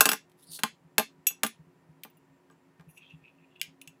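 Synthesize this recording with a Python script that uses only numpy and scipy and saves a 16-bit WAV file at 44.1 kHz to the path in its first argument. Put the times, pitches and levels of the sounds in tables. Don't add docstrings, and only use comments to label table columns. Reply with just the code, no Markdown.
import sys
import numpy as np
from scipy import signal
from scipy.fft import rfft, irfft
from scipy.io import wavfile
from scipy.ndimage import uniform_filter1d

SR = 44100
rng = np.random.default_rng(int(sys.argv[2]) if len(sys.argv) > 2 else 0)


def decibels_to_gain(level_db):
    exponent = np.asarray(level_db, float) / 20
    return 10 ** exponent


def log_audio(samples):
    frames = np.atleast_2d(samples).T
    limited = np.clip(frames, -1, 1)
    pcm = np.round(limited * 32767).astype(np.int16)
    wavfile.write(sys.argv[1], SR, pcm)


N = 176400


def knocks():
    # start_s, crack_db, wood_db,
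    # ring_db (all bar groups but the fourth), fourth_group_ring_db, crack_tilt_db_per_octave
    blows = [(.0074, 2, -25, -17, -22.5, 0.5), (0.0557, -6, -31, -28, -27.5, 0.5),
             (0.0633, -16.5, -31, -33.5, -35.5, -0.5), (0.0904, -7.5, -37, -28, -28.5, -0.5),
             (0.1163, -12.5, -34, -31, -34, 0), (0.1324, -13.5, -36.5, -39, -45, 0),
             (.5909, -33, -54, -53, -58, -2.5), (.6347, -9.5, -30, -44.5, -49, -1),
             (0.9817, -4, -27, -29, -22.5, 0), (0.9959, -14, -31.5, -44, -44, -1.5),
             (1.3057, -38, -58.5, -60, -62, -3.5), (1.4334, -7.5, -30.5, -31.5, -34, 0),
             (1.4471, -17.5, -35.5, -50.5, -45, -1.5), (2.0494, -38.5, -52.5, -75, -75, -4),
             (2.5, -54.5, -61, -88, -88, -3.5), (2.797, -49.5, -61.5, -85, -90, -5.5),
             (2.8094, -51, -65.5, -87, -90, -3.5)]
    # frequency_hz, relative_density_db (per Hz)
    contact_spectrum = [(90, -39.5), (170, -19), (700, -13), (1100, -9.5), (1620, 0), (2100, -8.5),
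                        (2840, -5.5), (6110, -11.5), (10600, -11.5), (13400, -10.5), (16300, -26)]
    # frequency_hz, relative_level_db, t60_s (before the extra late fall)
    wood_modes = [(224, -1, 0.077), (270, -8, 0.088), (444, -4, .07), (639, -6, .06), (790, -3.5, .07),
                  (852, -1.5, .09), (1056, -5, 0.094), (1185, -1.5, .06), (1620, -1.5, .04),
                  (2410, -12.5, .05)]
    out = np.zeros(N)
    for start_s, crack_db, wood_db, ring_db, fourth_db, tilt_db in blows:
        contact = decibels_to_gain(crack_db - 10) * crack(contact_spectrum, 0.022, tilt_db)
        wood = decibels_to_gain(wood_db + 1.5) * onset_evened(ring(wood_modes).sum(0))
        metal = decibels_to_gain(-4.5) * bar(ring_db, ring_db, ring_db, fourth_db, ring_db)
        add(out, start_s, contact + wood + metal)
    return out


def clinks():
    # start_s, click_db, then ring_1_db to ring_5_db for the five bar groups, low to high
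    contacts = [(0.297, -58, -90, -85, -85, -84.5, -85), (.3176, -54.5, -92, -87, -86, -85, -85),
                (1.268, -21.5, -28.5, -21.5, -24.5, -18.5, -35), (1.2864, -30, -38, -44, -45, -37, -54),
                (1.4644, -25, -47, -47, -34, -42, -42.5), (2.0348, -31.5, -55, -61, -55, -50.5, -45.5),
                (2.0994, -70, -72, -86.5, -78, -83, -64), (2.17, -70, -71, -85.5, -69, -84.5, -67),
                (2.51, -63, -80, -69.5, -89.5, -90.5, -90), (2.524, -67.5, -81, -79, -90.5, -90, -90),
                (2.9741, -59.5, -55, -64.5, -64.5, -71.5, -80), (3.5603, -70, -59.5, -85, -88, -88, -90),
                (3.5967, -61, -53.5, -66, -76, -77, -81), (3.6146, -17, -50, -55, -56, -58, -57),
                (3.6292, -36.5, -58, -56, -62, -62, -70), (3.8149, -38.5, -54.5, -66, -53, -66, -59),
                (3.8754, -37, -48.5, -58, -61, -63, -72)]
    # frequency_hz, relative_density_db (per Hz)
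    click_spectrum = [(600, -58), (1200, -39.5), (1600, -10), (2560, 1), (4700, -8), (12200, -10.5),
                      (15600, -16), (16400, -30)]
    out = np.zeros(N)
    for start_s, click_db, *rings_db in contacts:
        click = decibels_to_gain(click_db - 9) * crack(click_spectrum, 0.019)
        add(out, start_s, click + decibels_to_gain(-2.5) * bar(*rings_db))
    return out


def bar(*levels_db):
    # frequency_hz, level_db (relative), t60_s (before the extra late fall)
    bar_modes = [(2680, 0, .04), (2779, -4, .06), (3440, -8.5, .04), (5233, -13.5, .04), (5900, -10, 0.041),
                 (6720, -6, 0.058), (7860, -6, 0.06), (7910, -0.5, 0.039), (9400, -13.5, 0.061),
                 (9820, -0.5, 0.046), (10360, -2.5, .03), (10450, -4.5, .04), (12180, 0, 0.068),
                 (12640, -6.5, .04), (13500, -3.5, .025), (14750, 0.5, 0.035), (15300, -7, .025)]
    borders_hz = [4500, 9000, 11200, 13000]
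    rows = ring(bar_modes)
    group = np.searchsorted(borders_hz, np.array(bar_modes)[:, 0])
    return sum(decibels_to_gain(db) * onset_evened(rows[group == k].sum(0)) for k, db in enumerate(levels_db))


def ring(modes):
    swell_s, fall_s, vary_db, detune = 0.0022, 0.098, 3.5, 0.003
    hz, db, t60_s = np.array(modes).T[:, :, None]
    t = np.arange(SR // 4) / SR
    chance = rng.standard_normal((len(modes), 2))
    level_db = db + vary_db * chance[:, :1] - 60 * t / t60_s
    late_fall_db = 20 * (t / fall_s) ** 2
    tones = np.sin(2 * np.pi * hz * (1 + detune * chance[:, 1:]) * t)
    return decibels_to_gain(level_db - late_fall_db) * tones * (1 - np.exp(-t / swell_s))


def crack(spectrum, t60_s, tilt_db=0):
    t = np.arange(SR // 4) / SR
    uneven_db = 3.5 * rng.standard_normal(len(t) // 16 + 1).repeat(16)[:len(t)]
    chatter = rng.standard_normal(len(t)) * decibels_to_gain(uneven_db - 60 * t / t60_s)
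    chatter = chatter / np.sqrt(np.mean(chatter[:130] ** 2))
    first = decibels_to_gain(17.0) * (t == 0)
    tilted = [(hz, db + tilt_db * np.log2(hz / 2000)) for hz, db in spectrum]
    return colour(chatter + first, tilted)


def drag():
    # time_s, low_band_db, low_band_hz, high_band_db, high_band_hz, hiss_db
    drag_path = [(0.37, -92, 4090, -90, 10640, -91), (0.396, -72, 3920, -72, 10700, -72.5),
                 (0.414, -75, 3900, -75, 10700, -73), (0.436, -59, 3860, -57, 10800, -68),
                 (0.456, -78, 4420, -74, 10100, -80), (0.474, -60, 4770, -58, 9440, -82),
                 (0.488, -54, 4660, -61.5, 9450, -82), (0.518, -66, 4600, -50, 9400, -56.5),
                 (0.536, -47, 4470, -49, 9480, -51.5), (0.554, -56, 4530, -47, 9440, -50),
                 (0.574, -60, 4510, -51, 9460, -55.5), (0.584, -62, 4440, -62, 9610, -67),
                 (0.596, -53, 4210, -55, 10000, -54), (0.605, -68, 4110, -62, 10100, -64.5)]
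    # low_width_hz, high_width_hz
    low_width_hz, high_width_hz = (860, 2200)
    # frequency_hz, relative_density_db (per Hz)
    hiss_spectrum = [(2000, -31), (2800, -9), (4500, 3), (7000, -4), (10000, -0.5), (14000, -3),
                     (16000, -14)]
    on, low_db, low_hz, high_db, high_hz, hiss_db = curve(drag_path)
    slips = grit(8000.0, 2.5)
    low = decibels_to_gain(low_db - 2.5) * twice(slips, low_hz, low_width_hz)
    high = decibels_to_gain(high_db - 2.5) * twice(slips, high_hz, high_width_hz)
    hiss = decibels_to_gain(hiss_db + 5.5) * colour(slips, hiss_spectrum)
    return on * (low + high + hiss)


def magnet_slide():
    # time_s, lower_db, lower_hz, upper_db
    slide_path = [ [(2.86, -97.5, 2570, -100), (2.88, -91.5, 2590, -101), (2.892, -65, 2600, -89),
                  (2.912, -75, 2610, -87), (2.922, -89, 2640, -100), (2.958, -77, 2630, -87),
                  (2.978, -50, 2643, -72), (2.996, -65, 2630, -79), (3.006, -67, 2630, -76),
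                  (3.016, -52.5, 2610, -65), (3.078, -72, 2670, -62), (3.104, -54, 2700, -67.5),
                  (3.148, -68, 2660, -76), (3.168, -83.5, 2640, -88), (3.234, -77, 2490, -88),
                  (3.246, -60.5, 2510, -100), (3.252, -57.5, 2510, -90), (3.268, -66, 2570, -88),
                  (3.284, -49.5, 2570, -76), (3.314, -78.5, 2590, -87), (3.38, -80, 2670, -91),
                  (3.396, -68, 2650, -101), (3.414, -74.5, 2550, -89.5), (3.446, -62.5, 2510, -88),
                  (3.464, -83, 2560, -101), (3.52, -71, 2790, -78), (3.548, -76.5, 2740, -83),
                  (3.562, -56, 2740, -68), (3.586, -76.5, 2700, -84), (3.59, -66.5, 2720, -81)], ][0]
    on, lower_db, lower_hz, upper_db = curve(slide_path)
    slips = grit(2500.0, 2.5)
    lower = decibels_to_gain(lower_db) * twice(slips, lower_hz, 340)
    upper = decibels_to_gain(upper_db) * twice(slips, 3220, 415)
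    return on * (lower + upper)


def bar_song():
    # time_s, high_db (higher tones and hiss), middle_db (lower tones)
    song_path = [(2.87, -100, -101), (2.892, -66, -87), (2.912, -63.5, -77), (2.936, -74, -88),
                 (2.98, -66, -64.5), (3.006, -88, -85), (3.026, -86, -82), (3.048, -95, -94),
                 (3.092, -93, -88), (3.102, -84, -77), (3.14, -88, -93.5)]
    # frequency_hz, width_hz, level_db (relative within the list)
    sung_tones = [(5900, 300, -1.5), (6600, 140, -1.5), (7900, 200, -12)], [(9950, 150, -4.5),
                  (10500, 80, 1.5), (12700, 100, -3), (14650, 120, -11)]
    # frequency_hz, relative_density_db (per Hz)
    song_hiss = [(8000, -30), (9000, -3), (11000, 1), (14000, -5), (16000, -15)]
    on, high_db, middle_db = curve(song_path)
    slips = grit(6000.0, 2.5)
    middle, high = (evened(sum(decibels_to_gain(db) * twice(slips, hz, width_hz) for hz, width_hz, db in tones))
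                    for tones in sung_tones)
    high = evened(high + decibels_to_gain(1.5) * colour(slips, song_hiss))
    return on * (decibels_to_gain(middle_db) * middle + decibels_to_gain(high_db) * high)


def grit(per_s, spread_db):
    slips = rng.standard_normal(N) * (rng.random(N) < per_s / SR)
    size_db = spread_db * np.minimum(rng.exponential(1, N), 4)
    return evened(slips * decibels_to_gain(size_db))


def thumps():
    # centre_s (the sound starts 8 ms earlier), level_db (before the gain below), pitch_hz
    soft_blows = [(0.243, -62, 164), (0.298, -67, 161), (0.491, -49.5, 159), (0.725, -58, 158.4),
                  (0.849, -52, 162), (1.186, -54, 166), (1.595, -45.5, 156), (1.669, -51.5, 164.6),
                  (1.791, -58, 172.5), (1.893, -48.5, 158), (2.3, -57, 150), (2.794, -47, 161),
                  (2.874, -46.5, 158), (3.137, -42.5, 156), (3.22, -54.5, 153.5), (3.68, -51.5, 164),
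                  (3.875, -53.5, 157)]
    lead_s, rise_s, fall_s = 0.008, 0.017, 0.015
    out, t = np.zeros(N), np.arange(SR // 8) / SR
    shape = (1 - np.exp(-(t / rise_s) ** 2)) * np.exp(-t / fall_s)
    for centre_s, level_db, pitch_hz in soft_blows:
        mode = np.sin(2 * np.pi * pitch_hz * t)
        push = decibels_to_gain(-17) * np.sin(np.pi * pitch_hz * t)
        add(out, centre_s - lead_s, decibels_to_gain(level_db + 12) * shape * (mode + push))
    return out


def room(x):
    # frequency_hz, t60_s (before the extra fall)
    decay = [(200, 0.3), (800, .22), (2500, 0.25), (6000, 0.22), (12000, 0.13), (16000, .14)]
    # frequency_hz, fall_s (20 dB further down at this time; its sign has no effect)
    extra_fall = [(300, -0.1), (3000, 0.16), (8000, 0.2), (16000, 0.05)]
    taps = np.zeros(SR // 4)
    at = np.arange(200, len(taps) - 20, 20)
    taps[at + rng.integers(0, 20, len(at))] = rng.choice([-1.0, 1.0], len(at))
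    hz, t, z = signal.stft(taps, SR, nperseg=256)
    decay_db = -60 * t / read(decay, hz)[:, None]
    extra_db = -20 * (t / read(extra_fall, hz)[:, None]) ** 4
    tail = signal.istft(z * decibels_to_gain(decay_db + extra_db), SR, nperseg=256)[1]
    return signal.fftconvolve(x, tail / np.linalg.norm(tail))[:N]


def room_air():
    # frequency_hz, relative_density_db (per Hz)
    air_spectrum = [(20, -50), (50, -28), (90, -14), (150, -6.5), (220, -9), (400, -9.5), (700, -14),
                    (950, -14.5), (1400, -19), (2000, -21), (2700, -24.5), (3500, -31), (8000, -36),
                    (15500, -40), (16300, -50)]
    hz = np.fft.rfftfreq(N, 1 / SR)
    air = irfft(rfft(rng.standard_normal(N)) * decibels_to_gain(read(air_spectrum, hz)), N)
    return decibels_to_gain(-68) * evened(air)


def hum():
    # frequency_hz, width_hz, level_db (rms)
    hum_tones = [(161, 25, -70.5), (271.3, 9.2, -70), (359.6, 8, -73.5), (968, 60, -80), (1827, 20, -84.5),
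                 (7330, 15, -94.5), (10500, 15, -101), (14680, 15, -101)]
    drive = rng.standard_normal(N)
    return sum(decibels_to_gain(db) * twice(drive, hz, width_hz) for hz, width_hz, db in hum_tones)


def resonate(x, hz, width_hz):
    turn = np.exp(2j * np.pi * np.cumsum(hz * np.ones(len(x))) / SR)
    r = np.exp(-np.pi * width_hz / SR)
    return 2 * (turn * signal.lfilter([1 - r], [1, -r], x / turn)).real


def twice(x, hz, width_hz):
    return evened(resonate(resonate(x, hz, width_hz), hz, width_hz))


def colour(x, spectrum):
    level_db = read(spectrum, abs(np.fft.fftfreq(4096, 1 / SR)))
    log_gain = np.log(decibels_to_gain(np.maximum(level_db, -80)))
    taps = np.fft.ifft(np.exp(np.conj(signal.hilbert(log_gain)))).real[:2048]
    return signal.oaconvolve(x, taps / np.linalg.norm(taps))[:len(x)]


def curve(rows):
    t, rows = np.arange(N) / SR, np.array(rows)
    inside = 1.0 * (t > rows[0, 0]) * (t < rows[-1, 0])
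    return [uniform_filter1d(inside, size=300)] + [np.interp(t, rows[:, 0], c) for c in rows.T[1:]]


def read(points, hz):
    f, value = np.transpose(points)
    return np.interp(np.log(hz + 1), np.log(f + 1), value)


def evened(x):
    return x / np.sqrt(np.mean(x ** 2) + 1e-20)


def onset_evened(x):
    return x / np.sqrt(np.mean(x[:400] ** 2) + 1e-20)


def add(mix, start_s, sound):
    part = mix[max(round(start_s * SR), 0):][:len(sound)]
    part += sound[:len(part)]


def scene():
    low_cut = signal.butter(3, 154, "high", fs=SR, output="sos")
    hits = signal.sosfilt(low_cut, knocks() + clinks())
    near = hits + drag() + magnet_slide() + bar_song()
    return (near + decibels_to_gain(-13.5) * room(near) + thumps() + room_air() + hum())[None]


def roll_off(x):
    return signal.sosfilt(signal.butter(12, 16450, fs=SR, output="sos"), x)


def record(dry):
    low_pass = signal.firwin(255, 20000, window=("kaiser", 9), fs=SR)
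    mix = signal.oaconvolve(np.clip(dry, -1, 1), low_pass[None], "same")
    return roll_off(mix)


dry = scene()
out = record(dry)
log_audio(out)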